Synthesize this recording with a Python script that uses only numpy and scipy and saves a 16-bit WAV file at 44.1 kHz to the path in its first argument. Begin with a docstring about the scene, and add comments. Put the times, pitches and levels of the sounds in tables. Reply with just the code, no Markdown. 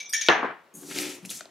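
"""A kitchen drawer bangs shut, bounces and shudders: short bursts of coloured noise over a shaking rumble.
Before and around the bang its cutlery clinks: ringing tones with a noisy rattle of the neighbours.
Then a spoon ploughs twice through coated peanuts in an enamelled bowl: crowds of tiny clicks and hiss.
The bowl drags on the table top (noise through hum resonances), the spoon touches it (ringing tones)
and single nuts tick (short filtered noise). A small hard room answers, over faint room tone."""
import sys
import numpy as np
from scipy import signal
from scipy.fft import rfft, irfft, next_fast_len
from scipy.io import wavfile
from scipy.ndimage import uniform_filter1d, map_coordinates

SR = 44100
rng = np.random.default_rng(int(sys.argv[2]) if len(sys.argv) > 2 else 0)


def transcribe(signal):
    """Save signal, clipped to [-1, 1], as a 16-bit WAV file at the path in sys.argv[1]."""
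    frames = np.atleast_2d(signal).T
    limited = np.clip(frames, -1, 1)
    pcm = np.round(limited * 32767).astype(np.int16)
    wavfile.write(sys.argv[1], SR, pcm)


def volts(x):
    """Linear amplitude factor 10**(x/20) for a level x in dB, scalar or array-like."""
    e = np.asarray(x, float) / 20
    return 10 ** e


N = 66150  # length of the scene [samples]
T = np.arange(SR // 4) / SR  # time inside one short sound [s]


def unit(x):
    """Scale to an rms (average strength) of 1."""
    return x / np.sqrt(np.mean(x ** 2) + 1e-20)


def peaked(x):
    """Scale so that the highest peak is 1."""
    return x / np.abs(x).max()


def along(points, hz):
    """Read a value between (frequency [Hz], value) points, on a log frequency axis."""
    f, v = np.transpose(points)
    return np.interp(np.log(hz + 1), np.log(f + 1), v)


def curves(rows):
    """An on/off switch, then one smooth curve for each column after the time."""
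    s, *columns = np.transpose(rows)
    t = np.arange(N) / SR
    on = (t >= s[0]) & (t <= s[-1])
    return [on] + [np.interp(t, s, column) for column in columns]


def coloured(x, spectrum):
    """Shape the tone by (frequency [Hz], level [dB]) points, with no sound before its cause."""
    m = 2 * next_fast_len(x.shape[-1])
    gain = volts(along(spectrum, np.fft.rfftfreq(m, 1 / SR))) + 1e-6
    # folding the cepstrum onto positive times makes the filter minimum-phase
    cepstrum = irfft(np.log(gain), m)
    cepstrum[1:m // 2] *= 2
    cepstrum[m // 2 + 1:] = 0
    return irfft(rfft(x, m) * np.exp(rfft(cepstrum)), m)[..., :x.shape[-1]]


def resonant(x, peaks):
    """Pass x twice through (centre [Hz], width of one pass [Hz], level [dB]) resonances: dark valleys."""
    n = len(x)
    f = np.fft.rfftfreq(2 * n, 1 / SR)
    gain = sum(volts(db) * (1j * f * width / (centre * centre - f * f + 1j * f * width)) ** 2
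               for centre, width, db in peaks)
    return irfft(rfft(x, 2 * n) * gain)[:n]


def wobble(rate, size=N):
    """A smooth random curve with this many random points a second."""
    points = rng.standard_normal(int(size * rate / SR) + 4)
    return map_coordinates(points, [np.arange(size) * rate / SR])


def add(track, s, sound):
    """Mix a sound into the track at time s [s]."""
    i = max(round(s * SR), 0)
    track[..., i:i + sound.shape[-1]] += sound[..., :N - i]


# How wide spread-out sound is, difference of the ears over their middle: (frequency [Hz], level [dB])
ROOM_WIDTH = [(100, -13), (600, -9.5), (1200, -7), (4000, -7.5), (9000, 0), (12000, -15)]


def diffuse(mid, side):
    """Sound from all around: left and right are made from two unrelated signals."""
    side = coloured(side, ROOM_WIDTH)
    return np.array([mid + side, mid - side])


# How long the small hard room takes to fade by 60 dB: (frequency [Hz], fade time [s])
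ROOM_FADE = [(150, 0.2), (1000, 0.38), (4000, 0.3), (12000, 0.22)]


def roomed(x, wet_db):
    """Direct sound plus a fresh tail of noise, which dies at its own speed in each pitch band."""
    hz, t, z = signal.stft(rng.standard_normal((2, SR * 2 // 3)), SR, nperseg=256)
    fade = volts(-60 * t / along(ROOM_FADE, hz)[:, None])
    tail = signal.istft(z * fade, SR, nperseg=256)[1]
    tail = diffuse(*tail) / np.linalg.norm(tail[0])
    late = np.pad(x, (150, 0))  # the tail waits 150 samples
    wet = signal.fftconvolve(late[None], tail, axes=1)
    return volts(wet_db) * wet + np.pad(x, (0, wet.shape[1] - len(x)))


def ring(modes, uneven_db, rate):
    """Tones of a struck metal piece start together; loose contact with neighbours makes them waver."""
    depth, faster_above_hz, rise_s = 1.3, 5000, 0.001

    def sway(hz):
        return depth * wobble(rate * max(1, hz / faster_above_hz), size=len(T))

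    out = np.zeros(len(T))
    for hz, db, t60 in modes:
        fade = volts(db + uneven_db * rng.normal() - 60 * T / t60)
        phase = 2 * np.pi * hz * T
        out += fade * ((1 + sway(hz)) * np.sin(phase) + sway(hz) * np.cos(phase))
    return out * (1 - np.exp(-T / rise_s))


def burst(spectrum, t60):
    """Noise that fades by 60 dB in t60 [s], then is coloured and scaled to peak 1."""
    return peaked(coloured(rng.standard_normal(len(T)) * volts(-60 * T / t60), spectrum))


# Tone colour of the faint room tone: (frequency [Hz], level [dB])
ROOM_TONE = [(18, -76), (30, -16.5), (286, -4), (446, -1), (953, -4), (1060, -3.5), (1980, -9.5),
             (3020, -15), (8380, -28), (15700, -30)]


def room_tone():
    """Steady coloured noise from all around, under everything else."""
    return volts(-61) * diffuse(*unit(coloured(rng.standard_normal((2, N)), ROOM_TONE)))


# Ringing tones of each piece of cutlery: (frequency [Hz], level [dB], time to fade 60 dB [s])
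FORK_TONES = [(1811, -1, 0.069), (3170, -16, 0.12), (5640, -7.5, 0.18), (6556, 3, 0.039),
              (10020, -16, 0.056), (11200, -30, 0.093)]
SPOON_TONES = [(2302, -5, 0.14), (3370, -15.5, 0.18), (3626, -15, 0.26), (3784, -14.5, 0.15),
               (5728, -4.5, 0.13), (6293, -7.5, 0.15), (6350, -5.5, 0.037), (10800, -32.5, 0.026),
               (11730, -44, 0.065)]
KNIFE_TONES = [(4850, 8.5, 0.054), (5730, 12, 0.098), (8150, 3.5, 0.064), (9000, 10, 0.091),
               (11030, -10.5, 0.039), (12150, -2, 0.087), (12960, 6.5, 0.07)]
# Clinks of each piece: (time [s], level of the ring [dB], level of the rattle among neighbours [dB])
FORK_CLINKS = [(0.1344, -23.5, -23), (0.1404, -31, -26), (0.1456, -35, -31), (0.166, -40, -33.5),
               (0.212, -36.5, -25.5), (0.2975, -37, -44)]
SPOON_CLINKS = [(.001, -38.5, -29), (.056, -44, -55), (.1348, -29.5, -43.5), (.176, -50.5, -36),
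                (.2115, -31.5, -23.5), (.222, -46, -26.5), (.262, -32, -26), (.2965, -37.5, -42)]
KNIFE_CLINKS = [(0.093, -53, -54), (0.127, -49, -40)]
# Tone colour of the rattle in a clink: (frequency [Hz], level [dB])
CLINK_RATTLE = [(800, -77), (1300, -22), (1700, -4), (3500, 1.5), (5000, -2), (6500, 2), (7500, -15.5),
                (11000, -14.5), (13500, -28), (15800, -27)]


def cutlery():
    """Every clink rings its piece in its own tones and rattles its neighbours as a burst of noise."""
    out = np.zeros((2, N))
    pieces = (FORK_TONES, FORK_CLINKS), (SPOON_TONES, SPOON_CLINKS), (KNIFE_TONES, KNIFE_CLINKS)
    for tones, clinks in pieces:
        for s, ring_db, rattle_db in clinks:
            ringing = volts(ring_db) * ring(tones, uneven_db=0.5, rate=170)
            rattle = volts(rattle_db) * burst(CLINK_RATTLE, t60=0.087)
            add(out, s, roomed(ringing + rattle, wet_db=-3))
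    return out


# The first hard contact, one row: (time [s], peak level [dB], time to fade 60 dB [s])
FIRST_SNAP = (.2858, -1.5, 0.004)
# The drawer meets its stop: (time [s], peak level [dB], time to fade 60 dB [s])
STOP_BANGS = [(.2872, -4.5, 0.037)]
# Duller rebounds: (time [s], peak level [dB], time to fade 60 dB [s])
REBOUNDS = [(.4288, -14.5, 0.037), (.4345, -15.5, 0.0034), (.4435, -16, 0.03)]
# Tone colours of the snap, the bang and the rebounds: (frequency [Hz], level [dB])
SNAP_TONE = [(100, -50), (500, -12), (2500, 0), (4800, 0), (6500, -22), (12000, -51)]
BANG_TONE = [(60, -50.5), (130, -21.5), (200, -4.5), (400, 1.5), (700, -8.5), (1600, -7.5), (3500, -11),
             (5000, -42), (6500, -49), (14000, -58)]
REBOUND_TONE = [(60, -40), (230, 0), (900, 4), (1400, -3), (2200, -20), (5000, -43), (10000, -60)]
# How strongly the cabinet shakes: (time [s], level [dB])
CABINET_SHUDDER = [(.288, -17.5), (.3, -16), (.312, -22.5), (.36, -25.5), (.427, -35), (.445, -30),
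                   (.51, -37.5), (.53, -42.5), (.6, -58), (.68, -69.5)]
# Tone colours of the shaking cabinet and its thin panels: (frequency [Hz], level [dB])
CABINET_TONE = [(35, -99), (60, -30), (251, -10.5), (428, -5.5), (606, -10), (686, -3), (1030, -3.5),
                (1650, -2), (8000, -55.5), (10400, -108)]
PANEL_TONE = [(900, -42), (1700, 10.5), (3200, -4.5), (6000, -36.5), (7500, -81)]


def drawer():
    """A snap, a bang and dull rebounds, while the cabinet shudders unevenly and its panels buzz."""
    def shake(spectrum):
        return diffuse(*unit(coloured(rng.standard_normal((2, N)), spectrum)))

    on, cabinet_db = curves(CABINET_SHUDDER)
    since_start = np.arange(N) / SR - CABINET_SHUDDER[0][0]
    buzz_db = -22.5 - 60 * since_start / 0.47  # the buzz fades by 60 dB in 0.47 s
    uneven = on * volts(0.87 * wobble(62.5))
    out = uneven * (volts(cabinet_db) * shake(CABINET_TONE) + volts(buzz_db) * shake(PANEL_TONE))
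    knocks = ([FIRST_SNAP], SNAP_TONE), (STOP_BANGS, BANG_TONE), (REBOUNDS, REBOUND_TONE)
    for hits, spectrum in knocks:
        for s, db, t60 in hits:
            add(out, s, volts(db) * roomed(burst(spectrum, t60), wet_db=-9))
    return out


# The bowl slides on the table: (time [s], level of the low hum [dB], level of the higher hum [dB])
BOWL_DRAG = [(.736, -68, -64), (.745, -58, -58), (.785, -51.5, -57), (.808, -63, -56), (.83, -59, -46),
             (.87, -56, -50), (.918, -48.5, -43), (.935, -58, -55), (.966, -47.5, -37),
             (1.09, -51.5, -39.5), (1.11, -58, -47.5), (1.186, -64, -50.5), (1.215, -61, -65),
             (1.238, -44, -55.5), (1.272, -45, -66), (1.295, -52.5, -54.5), (1.335, -57, -65.5),
             (1.5, -74, -65)]
# Hums of the table top: (centre [Hz], width of one filter pass [Hz], level [dB])
LOW_HUM = [(176.3, 71, 0.62), (219.2, 34, -1.6)]
HIGH_HUM = [(288.7, 27, 2), (366.5, 29.6, 1), (422.3, 48, -6), (520, 115, -10), (790, 530, -10.5)]


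def drag():
    """The bowl's foot slips in small lumps and keeps every hum of the table top fed."""
    def even(x):
        power = uniform_filter1d(x ** 2, round(0.02 * SR))  # averaged over 0.02 s
        return unit(x / np.abs(power) ** .45)  # evens out most of the ups and downs

    def fed(peaks):
        hums = (volts(db) * even(resonant(rng.standard_normal(N), [(hz, width, 0)]))
                for hz, width, db in peaks)
        return unit(sum(hums))

    on, low_db, high_db = curves(BOWL_DRAG)
    lumps = on * volts(1.5 * wobble(70))
    hum = volts(low_db) * fed(LOW_HUM) + volts(high_db) * fed(HIGH_HUM)
    return roomed(lumps * hum, wet_db=-12)[:, :N]


def grains(spectrum):
    """Dense tiny collisions of unequal size and pitch, on a fine hiss."""
    clicks_per_s, spread_db, sharpness, hiss_share = 900, 4.5, 2.5, .35  # sharpness: centre over width

    def clicks():
        happens = rng.random(N) < clicks_per_s / SR
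        return happens * volts(spread_db * rng.standard_normal(N)) * rng.choice([-1, 1], N)

    # nuts and crumbs of all sizes: twelve pitches, each with its own clicks
    pings = sum(resonant(clicks(), [(hz, hz / sharpness, 0)]) for hz in np.geomspace(500, 14000, 12))
    hiss = rng.standard_normal(N)
    mix = np.sqrt(1 - hiss_share) * unit(pings) + np.sqrt(hiss_share) * hiss
    return unit(coloured(mix, spectrum))


# Two strokes of the spoon: (time [s], level of the low rattle [dB], level of the bright rustle [dB])
STROKES = [(.738, -89, -67.5), (.75, -70, -68.5), (.8, -67.5, -56.5), (.88, -60, -48.5), (.89, -54, -44),
           (.915, -40.5, -43), (.93, -44.5, -44), (.98, -37, -36.5), (1.0, -38, -33.5),
           (1.04, -37.5, -41.5), (1.08, -42, -44), (1.15, -48.5, -47.5), (1.2, -68, -65), (1.245, -57, -85),
           (1.255, -48.5, -45.5), (1.285, -84.5, -58.5), (1.3, -59, -38), (1.31, -43, -33.5),
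           (1.33, -50, -43), (1.37, -57, -42), (1.41, -52, -54.5), (1.44, -66, -88), (1.5, -70, -81)]
# Tone colours of the low rattle and the bright rustle: (frequency [Hz], level [dB])
LOW_RATTLE = [(410, -7.5), (700, -8.5), (985, -13), (1160, -36), (1310, -2.5), (1460, -11), (2080, -2),
              (2800, -3), (6000, -10.5), (7800, -19), (13200, -120)]
BRIGHT_RUSTLE = [(1470, -38), (2500, -29), (2940, -14), (3510, -1.5), (3790, -2), (6490, 4.5),
                 (11900, -0.5), (15700, -15)]


def nuts():
    """The spoon pushes the heap: many small collisions make a rattle and a brighter rustle."""
    on, low_db, high_db = curves(STROKES)
    rattle = volts(low_db + 0.67 * wobble(68.7)) * grains(LOW_RATTLE)
    rustle = volts(high_db + 1.0 * wobble(91.2)) * grains(BRIGHT_RUSTLE)
    return roomed(on * (rattle + rustle), wet_db=-7)[:, :N]


# The spoon touches the bowl: (time [s], level [dB])
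SPOON_TOUCHES = [(0.7393, -56), (0.75, -49.5), (.769, -51), (.79, -61.5), (.81, -54.5), (1.226, -66)]
# Ringing tones of the bowl: (frequency [Hz], level [dB], time to fade 60 dB [s])
BOWL_TONES = [(6510, 2, 0.055), (6760, 2.5, 0.078), (8360, -8, .06), (9060, -6, 0.22), (9750, -4, 0.094),
              (11600, -14, 0.12), (13100, -14, 0.2)]
# Tone colour of the hiss of a sliding touch: (frequency [Hz], level [dB])
SLIDE_HISS = [(4500, -48), (6300, 2.5), (13500, -2), (15800, -15)]


def bowl_touches():
    """Light sliding touches ring the bowl; the sliding blurs the ring and adds a hiss."""
    out = np.zeros((2, N))
    for s, db in SPOON_TOUCHES:
        ringing = ring(BOWL_TONES, uneven_db=2, rate=130)
        hiss = volts(11) * burst(SLIDE_HISS, t60=0.25)
        add(out, s, volts(db) * roomed(ringing + hiss, wet_db=-12))
    return out


# Single nuts: (time [s], level [dB], body pitch [Hz], snap pitch [Hz], snap level over the body [dB])
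NUT_TICKS = [(0.832, -46.5, 1390, 3400, -4), (.912, -32.5, 1500, 3220, -1.5), (0.987, -20, 2150, 4930, 3.5),
             (0.9846, -25, 9000, 12200, -2), (1.2507, -34.5, 2310, 9100, 3.5),
             (1.258, -33.5, 6950, 10200, 0.5), (1.2941, -30, 3570, 4850, -12),
             (1.3023, -27.5, 4220, 9000, 2.5), (1.305, -33, 5700, 11400, 4), (1.311, -33, 2736, 8500, -7),
             (1.4081, -30.5, 1475, 4200, -2.5), (1.4085, -39.5, 650, 6500, 9.5),
             (1.4552, -42, 653, 3960, 5.5)]


def nut_ticks():
    """Short hollow ticks: a sharp contact and fading noise excite a body pitch and a snap pitch."""
    fade_s, sharpness, first_contact = 0.012, 3.5, 5  # 60 dB fade; centre over width; over the noise
    out = np.zeros((2, N))
    for s, db, body_hz, snap_hz, snap_db in NUT_TICKS:
        blow = np.r_[first_contact, rng.standard_normal(len(T) - 1)] * volts(-60 * T / fade_s)
        body = peaked(resonant(blow, [(body_hz, body_hz / sharpness, 0)]))
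        snap = peaked(resonant(blow, [(snap_hz, snap_hz / sharpness, 0)]))
        add(out, s, volts(db) * roomed(body + volts(snap_db) * snap, wet_db=-12))
    return out


def scene():
    """All the sounds of the kitchen together."""
    return room_tone() + cutlery() + drawer() + drag() + nuts() + bowl_touches() + nut_ticks()


# Left microphone over the right one: (frequency [Hz], level [dB])
LEFT_OVER_RIGHT = [(100, 4.5), (500, 4), (2500, 1), (9000, 2), (13000, -2)]
# Overall tone, deep bass softened and nothing above about 15.9 kHz: (frequency [Hz], level [dB])
OVERALL_TONE = [(20, -30), (60, -10), (120, 0), (15800, 0), (15950, -60)]


def microphones(dry):
    """Both lose deep bass; the left is more sensitive, except in the high treble."""
    left = coloured(dry[0], [(hz, db / 2) for hz, db in LEFT_OVER_RIGHT])
    right = coloured(dry[1], [(hz, -db / 2) for hz, db in LEFT_OVER_RIGHT])
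    return coloured(np.array([left, right]), OVERALL_TONE)


def roll_off(x):
    """The treble ends steeply here."""
    return signal.sosfilt(signal.butter(12, 15870, fs=SR, output="sos"), x)


def record(dry):
    """The two microphones pick up the scene."""
    mix = microphones(dry)
    return roll_off(mix)


dry = scene()
out = record(dry)
transcribe(out)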